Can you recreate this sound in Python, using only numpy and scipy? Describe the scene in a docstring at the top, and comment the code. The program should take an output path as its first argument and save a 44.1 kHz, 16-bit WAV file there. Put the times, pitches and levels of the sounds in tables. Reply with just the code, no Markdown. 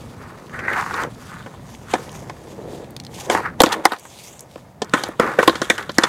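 """First comes the far hum of a quiet street, with a soft roll of wheels and shoes scuffing on grit.
Then a skateboard's tail is dragged; the board rolls in, pops, lands and is kicked about on asphalt.
Blows and scrapes ring the wooden deck and shake the metal trucks, while rolling drums its low tones.
Grit hisses and snaps, house fronts answer faintly, and the loudest blows overload the microphone."""
import sys
import numpy as np
from scipy import signal
from scipy.fft import rfft, irfft, next_fast_len
from scipy.io import wavfile
from scipy.ndimage import uniform_filter1d, map_coordinates

SR = 44100
rng = np.random.default_rng(int(sys.argv[2]) if len(sys.argv) > 2 else 0)


def digitize_waveform(pressure):
    """Quantize a signal to 16-bit integers and store it at the path in sys.argv[1].

    Rows of a 2-D input are taken as channels; values are limited to [-1, 1].
    """
    field = np.atleast_2d(pressure).T
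    bounded = np.clip(field, -1, 1)
    quanta = np.round(bounded * 32767).astype(np.int16)
    wavfile.write(sys.argv[1], SR, quanta)


def boost_factor(decibels):
    """Convert a level in decibels to a linear amplitude factor."""
    exponent = np.asarray(decibels, float) / 20
    return 10 ** exponent


N = 268128
STEPS = np.arange(0, N / SR + .01, .001)  # times at which slow level and pitch curves are worked out [s]
SKID_RISE_S = 0.012036  # time a skid takes to swell by 20 dB


def unit(x):
    """Scales a sound to an average strength (rms) of 1."""
    return x / np.sqrt(np.mean(x ** 2) + 1e-20)


def along(points, hz):
    """Reads values between (frequency, value) points on a log frequency axis."""
    f, v = np.transpose(points)
    return np.interp(np.log(hz + 1), np.log(f + 1), v)


def curves(rows):
    """Draws one curve over STEPS for each column after the time."""
    s, *columns = np.transpose(rows)
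    return [np.interp(STEPS, s, column) for column in columns]


def sampled(control):
    """Reads a slow curve at every sound sample."""
    return np.interp(np.arange(N) / SR, STEPS, control)


def wobble(rate):
    """Makes a smooth random curve with the given number of random points a second."""
    knots = rng.standard_normal(int(N * rate / SR) + 4)
    return map_coordinates(knots, [np.arange(N) * rate / SR])


def filtered(x, response):
    """Multiplies the frequencies of a sound by a complex response."""
    m = next_fast_len(x.shape[-1] + 8192)
    spectrum = rfft(x, m) * response(np.fft.rfftfreq(m, 1 / SR))
    return irfft(spectrum, m)[..., :x.shape[-1]]


def coloured(x, spectrum):
    """Shapes a sound with a (frequency, level) spectrum and scales it to rms 1."""
    return unit(filtered(x, lambda hz: boost_factor(along(spectrum, hz))))


def modes(table):
    """Lets each mode (a tone a body rings at) answer a push, neighbours in opposite phase."""
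    centre, width, db = np.transpose(table)[:, :, None]
    sign = (-1.) ** np.arange(len(table))[:, None]
    return lambda f: sign * boost_factor(db) * 1j * f * width / (centre * centre - f * f + 1j * f * width)


def grains(rate, spread_db, smooth):
    """Stones met at random moments, a few of them larger, on a share of smooth rubbing noise."""
    met = rng.random(N) < rate / SR
    size_db = spread_db * np.minimum(rng.exponential(size=N), 2.5)
    hits = met * boost_factor(size_db) * rng.uniform(-0.9581, 1, N)
    return unit(hits) + smooth * rng.standard_normal(N)


def patchy(x, depth_db):
    """The colour shifts in random patches of time and pitch as the contact changes."""
    z = signal.stft(x, nperseg=256)[2]
    field = uniform_filter1d(rng.standard_normal(z.shape), 6, 0)  # smooth over pitch
    field = uniform_filter1d(field, 14, 1)  # smooth over time
    return unit(signal.istft(z * boost_factor(depth_db * unit(field)), nperseg=256)[1][:N])


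def stroke(s, db, rise_s, fall_s):
    """Level in dB of one sound that swells to a peak and dies away, 20 dB in each given time."""
    late = STEPS - s
    return db - 20 * np.where(late < 0, -late / abs(rise_s), late / abs(fall_s))


def together(parts):
    """Joint gain of (level, pitch) parts, and their pitch, led by the loudest."""
    power = [boost_factor(2 * db) for db, hz in parts]
    total = sum(power) + 1e-20
    pitch = sum(p * hz for p, (db, hz) in zip(power, parts)) / total
    return sampled(np.sqrt(total)), sampled(pitch)


# far hum before its random swell: (time [s], level [dB])
STREET = [(0.0, -39.5), (0.49, -41), (0.8, -37.5), (1.57, -42), (1.81, -40), (3.12, -41.5), (3.57, -39),
          (3.71, -40), (3.88, -61.5), (4.11, -51), (5.3, -44.5), (6.08, -41.5)]
# colour of the far traffic: (frequency [Hz], relative level [dB])
HUM = [(15, -59), (25, -22), (56, -7.5), (129, -0.5), (248, -5.5), (375, -25.5), (425, -41.5), (500, -39.5),
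       (650, -53.5), (1100, -120)]
# colour of the still air: (frequency [Hz], relative level [dB])
AIR = [(180, -36), (300, -1), (674, 1.5), (745, 0.5), (893, -6.5), (2570, -21.5), (14100, -30),
       (15600, -27.5)]


def street():
    """Distant traffic is low noise that swells slowly; the still air is a steady, fainter noise."""
    swell_db = 1.3 * wobble(8)
    hum = boost_factor(sampled(curves(STREET)[0]) + swell_db) * coloured(rng.standard_normal(N), HUM)
    air = boost_factor(-51) * coloured(rng.standard_normal(N), AIR)
    return hum + air


# wheels rolling on the road: (time [s], level [dB])
RIDE = [(0.0, -45.5), (0.5, -44), (0.72, -35), (0.9, -39), (1.05, -32), (1.13, -48.5), (1.92, -49),
        (1.99, -38), (2.126, -43.5), (2.524, -40.5), (2.724, -35.5), (2.93, -43.5), (3.1, -47),
        (3.25, -40.5), (3.5, -51.5), (4.0, -58.5), (4.36, -53), (4.81, -71), (6.08, -62.5)]
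# a foot weighs on the deck and drums it; the signs of the two durations are ignored:
# (peak time [s], level [dB], time to rise 20 dB [s], time to fall 20 dB [s])
STOMPS = [(3.305, -24, 0.0473, 0.2005), (3.79, -25.5, 0.1945, 0.0729), (3.938, -29, -0.0109, 0.0117),
          (5.78, -46.5, -0.0078, -0.0068)]


def drumming():
    """Wheels, skids and feet together set how strongly the deck bends."""
    # the low drumming of a skid is 6.5 dB under its scrape and lasts a little longer
    skids = [stroke(s, db - 6.5, SKID_RISE_S, 1.1737 * fall) for s, db, fall, hz, hiss_db in SKIDS]
    stomps = [stroke(*row) for row in STOMPS]
    return sampled(np.sqrt(sum(boost_factor(2 * db) for db in curves(RIDE) + skids + stomps)))


def ridden(db, follows, hz):
    """A background contact: its level at a -45 dB ride, the dB gained per dB of ride, its pitch."""
    return db + follows * (curves(RIDE)[0] + 45), hz


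# tones the free wooden deck rings at: (frequency [Hz], width [Hz], relative level [dB])
DECK = [(224.26, 89.24, -8), (322.34, 37.205, 1), (499.08, 102.4, -1), (767.03, 145.06, 3),
        (958.5, 161.45, 1.5), (1070, 59.785, 4), (1230, 177.31, -0.5), (1499.1, 136.38, 3),
        (1710, 104.1, 4.5), (1886, 143.69, 4.5), (2180.5, 410.66, -1), (2970, 930, -16)]
BEND_HZ = 620  # modes below this bend the whole deck


def roll():
    """The coarse road shakes the soft wheels, which drum the bending modes of the loaded deck."""
    # the load damps the deck: wider modes die sooner
    damped = [(hz, 2.0 * width, db) for hz, width, db in DECK if hz < BEND_HZ]
    stones = grains(500, spread_db=7.5, smooth=1.0017)
    soft = filtered(stones, lambda hz: 1 / (1 + 1j * hz / 900) ** 2)  # soft wheels pass little treble
    lumps_db = 1.8 * wobble(18)
    return drumming() * boost_factor(lumps_db) * unit(filtered(soft, modes(damped)).sum(0))


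# soles scuffing on grit; the signs of the two durations are ignored:
# (peak time [s], level [dB], time to rise 20 dB [s], time to fall 20 dB [s], strongest pitch [Hz])
SCUFFS = [(0.044, -50.5, -2.1078, 0.156, 4174), (0.222, -55.5, -1.3251, 1.0091, 4810),
          (1.02, -42.5, 0.5454, 0.0638, 4980), (1.226, -49.5, 0.2715, 0.6084, 5252),
          (1.382, -52.5, 1.09, 0.6593, 3546), (1.72, -48, 0.1232, -0.2946, 5473),
          (1.914, -36, 0.0442, 0.0982, 3568), (2.0, -44, 0.0957, 0.1775, 4947),
          (2.16, -47, 0.278, 0.3331, 5383), (2.51, -48.5, 0.198, 0.1342, 4632),
          (2.74, -46, 0.1582, 0.1835, 4298), (3.15, -41.5, 0.0476, 0.2372, 4669),
          (3.21, -35.5, 0.084, 0.0336, 5074), (3.25, -42, 0.0385, 0.0802, 6015),
          (3.311, -27, -0.0058, 0.0901, 5036), (3.723, -19.5, -0.0063, -0.0293, 3264),
          (4.057, -45, 0.1007, -0.2089, 7541), (4.54, -52, 0.14, 0.1943, 4499),
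          (4.995, -37.5, 0.0998, -0.0814, 3305), (5.3, -49, 0.235, 0.7122, 3903),
          (5.438, -34.5, 0.087, 0.1614, 4604), (5.96, -50, -0.3266, -1.2, 3797),
          (6.028, -40.5, 0.1418, -2.0369, 4282), (6.075, -47, -0.0222, -0.54, 3500)]
# one sole slides slowly along the road: (time [s], level [dB], strongest pitch [Hz])
SLIDE = [(4.04, -89, 3400), (4.095, -50, 3400), (4.17, -46.5, 3926), (4.24, -41, 5113), (4.3, -43.5, 6452),
         (4.35, -50.5, 7540), (4.435, -56, 7495), (4.455, -69.5, 7500), (4.5, -90.5, 6500)]


def hiss_parts():
    """Soles, rolling and the dragged tail hiss on grit; skids add rattling metal, blows faint lead-ins."""
    rolling = ridden(-61.5, 0.45, 4497)
    drag = curves(DRAG)[0] - 22.5, 4000  # hiss under the scrape of the tail [dB], its pitch [Hz]
    # skids add a dull hiss of rattling wheels and trucks
    skids = [(stroke(s, db + hiss_db, SKID_RISE_S, fall), 3735) for s, db, fall, hz, hiss_db in SKIDS]
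    # a faint hiss swells just before each blow, 45 dB under it
    lead_ins = [(stroke(s, db - 45, .015, SKID_RISE_S), 3700) for s, db, *_ in BLOWS]
    scuffs = [(stroke(*row[:4]), row[4]) for row in SCUFFS]
    return [rolling, drag, curves(SLIDE)] + skids + lead_ins + scuffs


# colour of the hiss before its moving pitch shapes it: (frequency [Hz], relative level [dB])
GRIT = [(1290, -25.5), (2200, -1), (3540, -0.5), (4310, -9.5), (4670, -6.5), (5160, -9.5), (6490, -1.5),
        (14700, -11), (15600, -17.5)]


def scuff():
    """Rubber slides over fine grit: a crackling hiss, strongest at the pitch of the gap under the sole."""
    loud, gap_hz = together(hiss_parts())
    grit = grains(2500, spread_db=3, smooth=.8) * boost_factor(1.6 * wobble(60))
    hiss = patchy(coloured(grit, GRIT), depth_db=1.3)
    hz, t, z = signal.stft(hiss, SR, nperseg=256)
    octaves = np.log2((hz[:, None] + 1) / np.interp(t, np.arange(N) / SR, gap_hz))
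    gain = .8 + np.exp(-(octaves / .3) ** 2)
    gain /= np.sqrt(1 + (2 ** octaves / 2.822) ** 4)  # duller above 2.822 times the gap's pitch
    level = np.sqrt(np.mean(np.abs(z) ** 2, axis=1, keepdims=True))
    # the gap colours the hiss, not its loudness
    gain /= np.linalg.norm(gain * level, axis=0) / np.linalg.norm(level)
    return loud * signal.istft(z * gain, SR, nperseg=256)[1][:N]


# short scrapes of wood; the signs of the two durations are ignored:
# (peak time [s], level [dB], time to rise 20 dB [s], time to fall 20 dB [s], centre pitch [Hz])
SCRAPES = [(0.246, -40.5, 0.2934, 0.4125, 1179), (0.51, -46, 0.04, 0.3734, 1158),
           (1.336, -38, 0.2603, 0.2458, 1277), (1.74, -46, 0.3447, 0.0275, 886.6),
           (1.93, -33.5, 0.0898, 0.1551, 1255), (2.07, -44, 0.1331, 0.6821, 888.8),
           (3.19, -40.5, -0.0456, 0.1905, 786), (3.392, -19.5, 0.1089, 0.0288, 973),
           (3.454, -22, 0.035, 0.065, 1377), (3.722, -21, -0.0452, 0.0661, 1064),
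           (3.931, -23, -0.0367, 0.0352, 1048), (6.034, -22, -0.0217, -0.2195, 1262)]
# the long drag of the tail: (time [s], level [dB], centre of the excited modes [Hz])
DRAG = [(0.5, -76.5, 1500), (0.538, -31.5, 1367), (0.638, -34, 1554), (0.65, -30, 1705), (0.69, -29, 1591),
        (0.808, -19.5, 1070), (0.845, -32, 1215), (0.968, -24.5, 1202), (1.026, -23.5, 1230),
        (1.12, -56.5, 1270), (1.18, -91.5, 1270)]
# the board skids on after a blow; the sign of the duration is ignored:
# (peak time [s], level [dB], time to fall 20 dB [s], centre pitch [Hz], hiss level over the scrape [dB])
SKIDS = [(3.31, -19.5, 0.1322, 937, -16.5), (3.644, -24.5, 0.0814, 1010, -5.5),
         (3.739, -34.5, 0.1602, 1025, -12.5), (3.87, -43.5, 0.1854, 1058, 1),
         (4.834, -42, 0.272, 1190, -19.5), (4.95, -22.5, 0.1365, 1272, -13.5),
         (5.05, -31.5, 0.108, 1027, -10.5), (5.209, -17, 0.2015, 1220, -25), (5.4, -25, 0.1631, 1260, -11),
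         (5.51, -33, 0.3355, 1156, -6.5), (5.63, -34, 0.1154, 1357, -2.5), (5.714, -28.5, 0.0805, 1476, -4),
         (5.79, -28.5, 0.1133, 1337, -11), (5.905, -39.5, -0.0189, 1330, -10),
         (5.994, -25.5, 0.1516, 1266, -13.5), (6.049, -26, 0.2273, 1230, -26)]


def wood_parts():
    """Rattling rolls, the dragged tail, skids, short scrapes and faint lead-ins to blows sound the wood."""
    rattle = ridden(-51, 0.3066, 901)
    skids = [(stroke(s, db, SKID_RISE_S, fall), hz) for s, db, fall, hz, hiss_db in SKIDS]
    # a faint woody noise swells just before each blow, 33.5 dB under it
    lead_ins = [(stroke(s, db - 33.5, .015, SKID_RISE_S), hz) for s, db, hz, *_ in BLOWS]
    scrapes = [(stroke(*row[:4]), row[4]) for row in SCRAPES]
    return [rattle, curves(DRAG)] + skids + lead_ins + scrapes


def favoured(centre_hz, rest, octaves):
    """The place of contact favours the deck modes around one pitch."""
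    return rest + np.exp(-(np.log2(np.array(DECK)[:, :1] / centre_hz) / octaves) ** 2)


def scrape():
    """Stones pluck the upper deck modes, a little in clumps, and shake the trucks."""
    level, centre_hz = together(wood_parts())
    stones = grains(800, spread_db=4, smooth=.75) * boost_factor(1.4 * wobble(80))
    weight = favoured(centre_hz, .42, .4) * (np.array(DECK)[:, :1] > BEND_HZ)
    weight /= np.sqrt(np.mean(weight ** 2, axis=0))
    wood = unit((filtered(stones, modes(DECK)) * weight).sum(0))
    metal = unit(filtered(stones, modes(TRUCKS[1:4])).sum(0))
    return level * (wood + boost_factor(-25.5) * metal)


# grit snapping under wheel or sole: (time [s], peak level [dB], pitch [Hz])
SNAPS = [(0.467, -38.5, 2474), (0.4958, -30.5, 1885), (1.426, -35, 2675), (1.7485, -30.5, 2730),
         (2.093, -28.5, 2891), (2.117, -32.5, 6990), (2.128, -33, 4995), (2.233, -40.5, 8015),
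         (2.844, -35.5, 2822), (2.9064, -30.5, 10140), (2.965, -19, 4285), (3, -22, 4000),
         (3.037, -31.5, 4982), (3.049, -27, 4761), (3.0665, -25.5, 3779), (3.1417, -32, 4810),
         (3.244, -38, 7780), (3.2622, -34.5, 3842), (3.661, -9.5, 3208), (3.6907, -20.5, 3650),
         (3.7677, -33.5, 2500), (3.964, -33, 3480), (3.9858, -31, 7000), (3.9962, -30, 7820),
         (4.3936, -23.5, 5880), (4.407, -21, 8390), (4.5124, -37, 3625), (4.8452, -31, 5626),
         (4.8956, -27.5, 4284), (5.086, -31, 8966), (5.647, -26.5, 3413), (5.8267, -25, 3165),
         (5.9175, -27.5, 5283)]


def snaps():
    """Each grain of grit breaks with a burst of a few milliseconds around its own pitch."""
    out, t = np.zeros(N + SR), np.arange(SR // 40) / SR
    for s, db, hz in SNAPS:
        burst = rng.standard_normal(len(t)) * np.exp(-t / 0.0019543)
        tones = [(hz, 0.5654 * hz, 0), (0.9103 * hz, 1.3797 * hz, -8)]
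        snap = filtered(burst, modes(tones)).sum(0)
        out[round(s * SR):][:len(t)] += boost_factor(db) * snap / np.abs(snap).max()
    return out[:N]


# tones of the metal trucks (wheel axles): (frequency [Hz], width [Hz], relative level [dB])
TRUCKS = [(3068.6, 390, 2.5), (3542.5, 207.15, 10.5), (3529.2, 135.26, 9.5), (4090.8, 1001.1, 6.5),
          (5397.9, 3389, 2.5), (8797.4, 5147, -1.5)]
# blows and catches on the board: (time [s], peak level of the upper deck modes [dB], strongest modes [Hz],
# low bending level over it [dB], truck and crack level over it [dB], decay constant of the contact [s])
BLOWS = [(0.589, -19.5, 1906, -11, -19.5, 0.008947), (0.679, -9.5, 1831, -29.5, -35, 0.00819),
         (0.7, -13, 1666, -22, -38.5, 0.00573), (0.73, -15.5, 1989, -16.5, -35, 0.00691),
         (0.778, -14, 1008, -23.5, -18.5, 0.00589), (0.811, -14.5, 898.4, -50.5, -8, 0.001165),
         (0.94, -17, 977.6, -10, -4, 0.003467), (1.035, -15, 1173, -6, -6, 0.000763),
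         (1.46, -26, 866, -1.5, -16, 0.009045), (1.936, -3, 788.5, -3.5, -13, 0.006569),
         (1.952, -15, 797.5, -3.5, -15.5, 0.00399), (2.296, -22, 777, -5.5, -7, 0.004076),
         (3.298, -4.5, 693.2, -4.5, -6, 0.005), (3.348, -5, 1051, -8, -16.5, 0.0029),
         (3.448, -29.5, 1710, -15, -40.5, 0.0062), (3.603, 7.5, 850, -3.5, -0.5, 0.003371),
         (3.618, -5, 594.5, -8.5, 6, 0.001214), (3.635, 3.5, 1222, -2, -9, 0.00297),
         (3.664, -11.5, 753, -1.5, -8, 0.00782), (3.725, -9, 1029, -9.5, -1.5, 0.0046),
         (3.853, 9.5, 989.7, -14, -8, 0.0027966), (3.919, -11.5, 1013, -7, -6.5, 0.005455),
         (4.051, -29, 840, -35.5, -31, 0.0048), (4.558, -31.5, 836.4, 9, -4, 0.001404),
         (4.577, -33.5, 1022, -25, -24, 0.0025), (4.818, -13.5, 812.1, 2.5, -1, 0.005412),
         (4.936, -3, 1141, -0.5, -6, 0.005723), (5.036, -15, 733, -8.5, 5, 0.003115),
         (5.088, -28, 785.7, 9, -27.5, 0.004577), (5.197, -3.5, 1102, 4, -21.5, 0.0047),
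         (5.387, -1.5, 1476, 1, -31, 0.008751), (5.428, -7, 1277, -3, -18, 0.00436),
         (5.476, 1.5, 1049, -1, -4, 0.004937), (5.494, -10, 1403, 0, -2.5, 0.004668),
         (5.553, -14.5, 1230, -5.5, -6.5, 0.0084), (5.616, -10, 1378, -1.5, -1.5, 0.0049),
         (5.699, -0.5, 1809, -7.5, -6, 0.005376), (5.779, -14, 1685, -15.5, -6, 0.005148),
         (5.893, -16.5, 1221, -1.5, -3, 0.005372), (5.983, 2, 1531, -5, -2.5, 0.0030245),
         (6.035, -5.5, 1155, -3.5, 1.5, 0.00526)]


def top(x):
    """Scales a sound to a peak of 1."""
    return x / np.abs(x).max()


def blows():
    """A short rough contact rings the deck and rattles the trucks, every mode at a new strength."""
    out, t = np.zeros(N + SR), np.arange(SR // 8) / SR
    low = np.array(DECK)[:, :1] < BEND_HZ
    for s, db, hz, bend_db, crack_db, contact in BLOWS:
        rise = np.clip(t / (0.23263 * contact), 0, 1)  # a longer contact also builds up more slowly
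        chatter = rng.standard_normal(len(t)) * np.exp(-t / contact) * rise
        touch = 0.80855 * np.exp(-((t - .0006) / 0.00016779) ** 2)  # one smooth push amid the bouncing
        push = chatter + touch
        wood = filtered(push, modes(DECK)) * boost_factor(rng.normal(0, 2, (len(DECK), 1)))
        metal = filtered(push, modes(TRUCKS)) * boost_factor(rng.normal(0, 2.498, (len(TRUCKS), 1)))
        edge_hz = 11000 * boost_factor(0.508 * db)  # harder blows crack brighter
        metal = filtered(metal, lambda f: 1 / (1 + 1j * f / edge_hz))
        clack = top((wood * ~low * favoured(hz, .45, .4)).sum(0))
        bend = boost_factor(bend_db) * top((wood * low).sum(0))
        crack = boost_factor(crack_db) * top(metal.sum(0))
        out[round(s * SR):][:len(t)] += boost_factor(db) * (clack + bend + crack)
    return out[:N]


# how long the echo takes to fall 60 dB: (frequency [Hz], time [s])
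HOUSES = [(200, 0.11), (2000, 0.032), (10000, 0.023)]


def houses(x):
    """House fronts answer with a noisy echo; each frequency dies at its own speed."""
    hz, t, z = signal.stft(rng.standard_normal(SR // 3), SR, nperseg=256)
    fall = boost_factor(-60 * t / along(HOUSES, hz)[:, None])
    tail = signal.istft(z * fall, SR, nperseg=256)[1]
    delayed = np.pad(x, (400, 0))  # 400 samples, about 9 ms
    return signal.fftconvolve(delayed, tail / np.linalg.norm(tail))[:N]


def scene():
    """Adds the board, its faint echo, the hiss, the rolling and the street."""
    board = scrape() + snaps() + blows()
    return (street() + roll() + scuff() + board + boost_factor(-19.5) * houses(board))[None]


def band_limit(x):
    """A steep low-pass at the top of the band."""
    return signal.sosfilt(signal.butter(12, 15730, fs=SR, output="sos"), x)


def record(dry):
    """The microphone input overloads: peaks bend over smoothly towards full scale."""
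    clipped = dry / (1 + np.abs(dry) ** 8) ** (1 / 8)
    return band_limit(clipped)


dry = scene()
out = record(dry)
digitize_waveform(out)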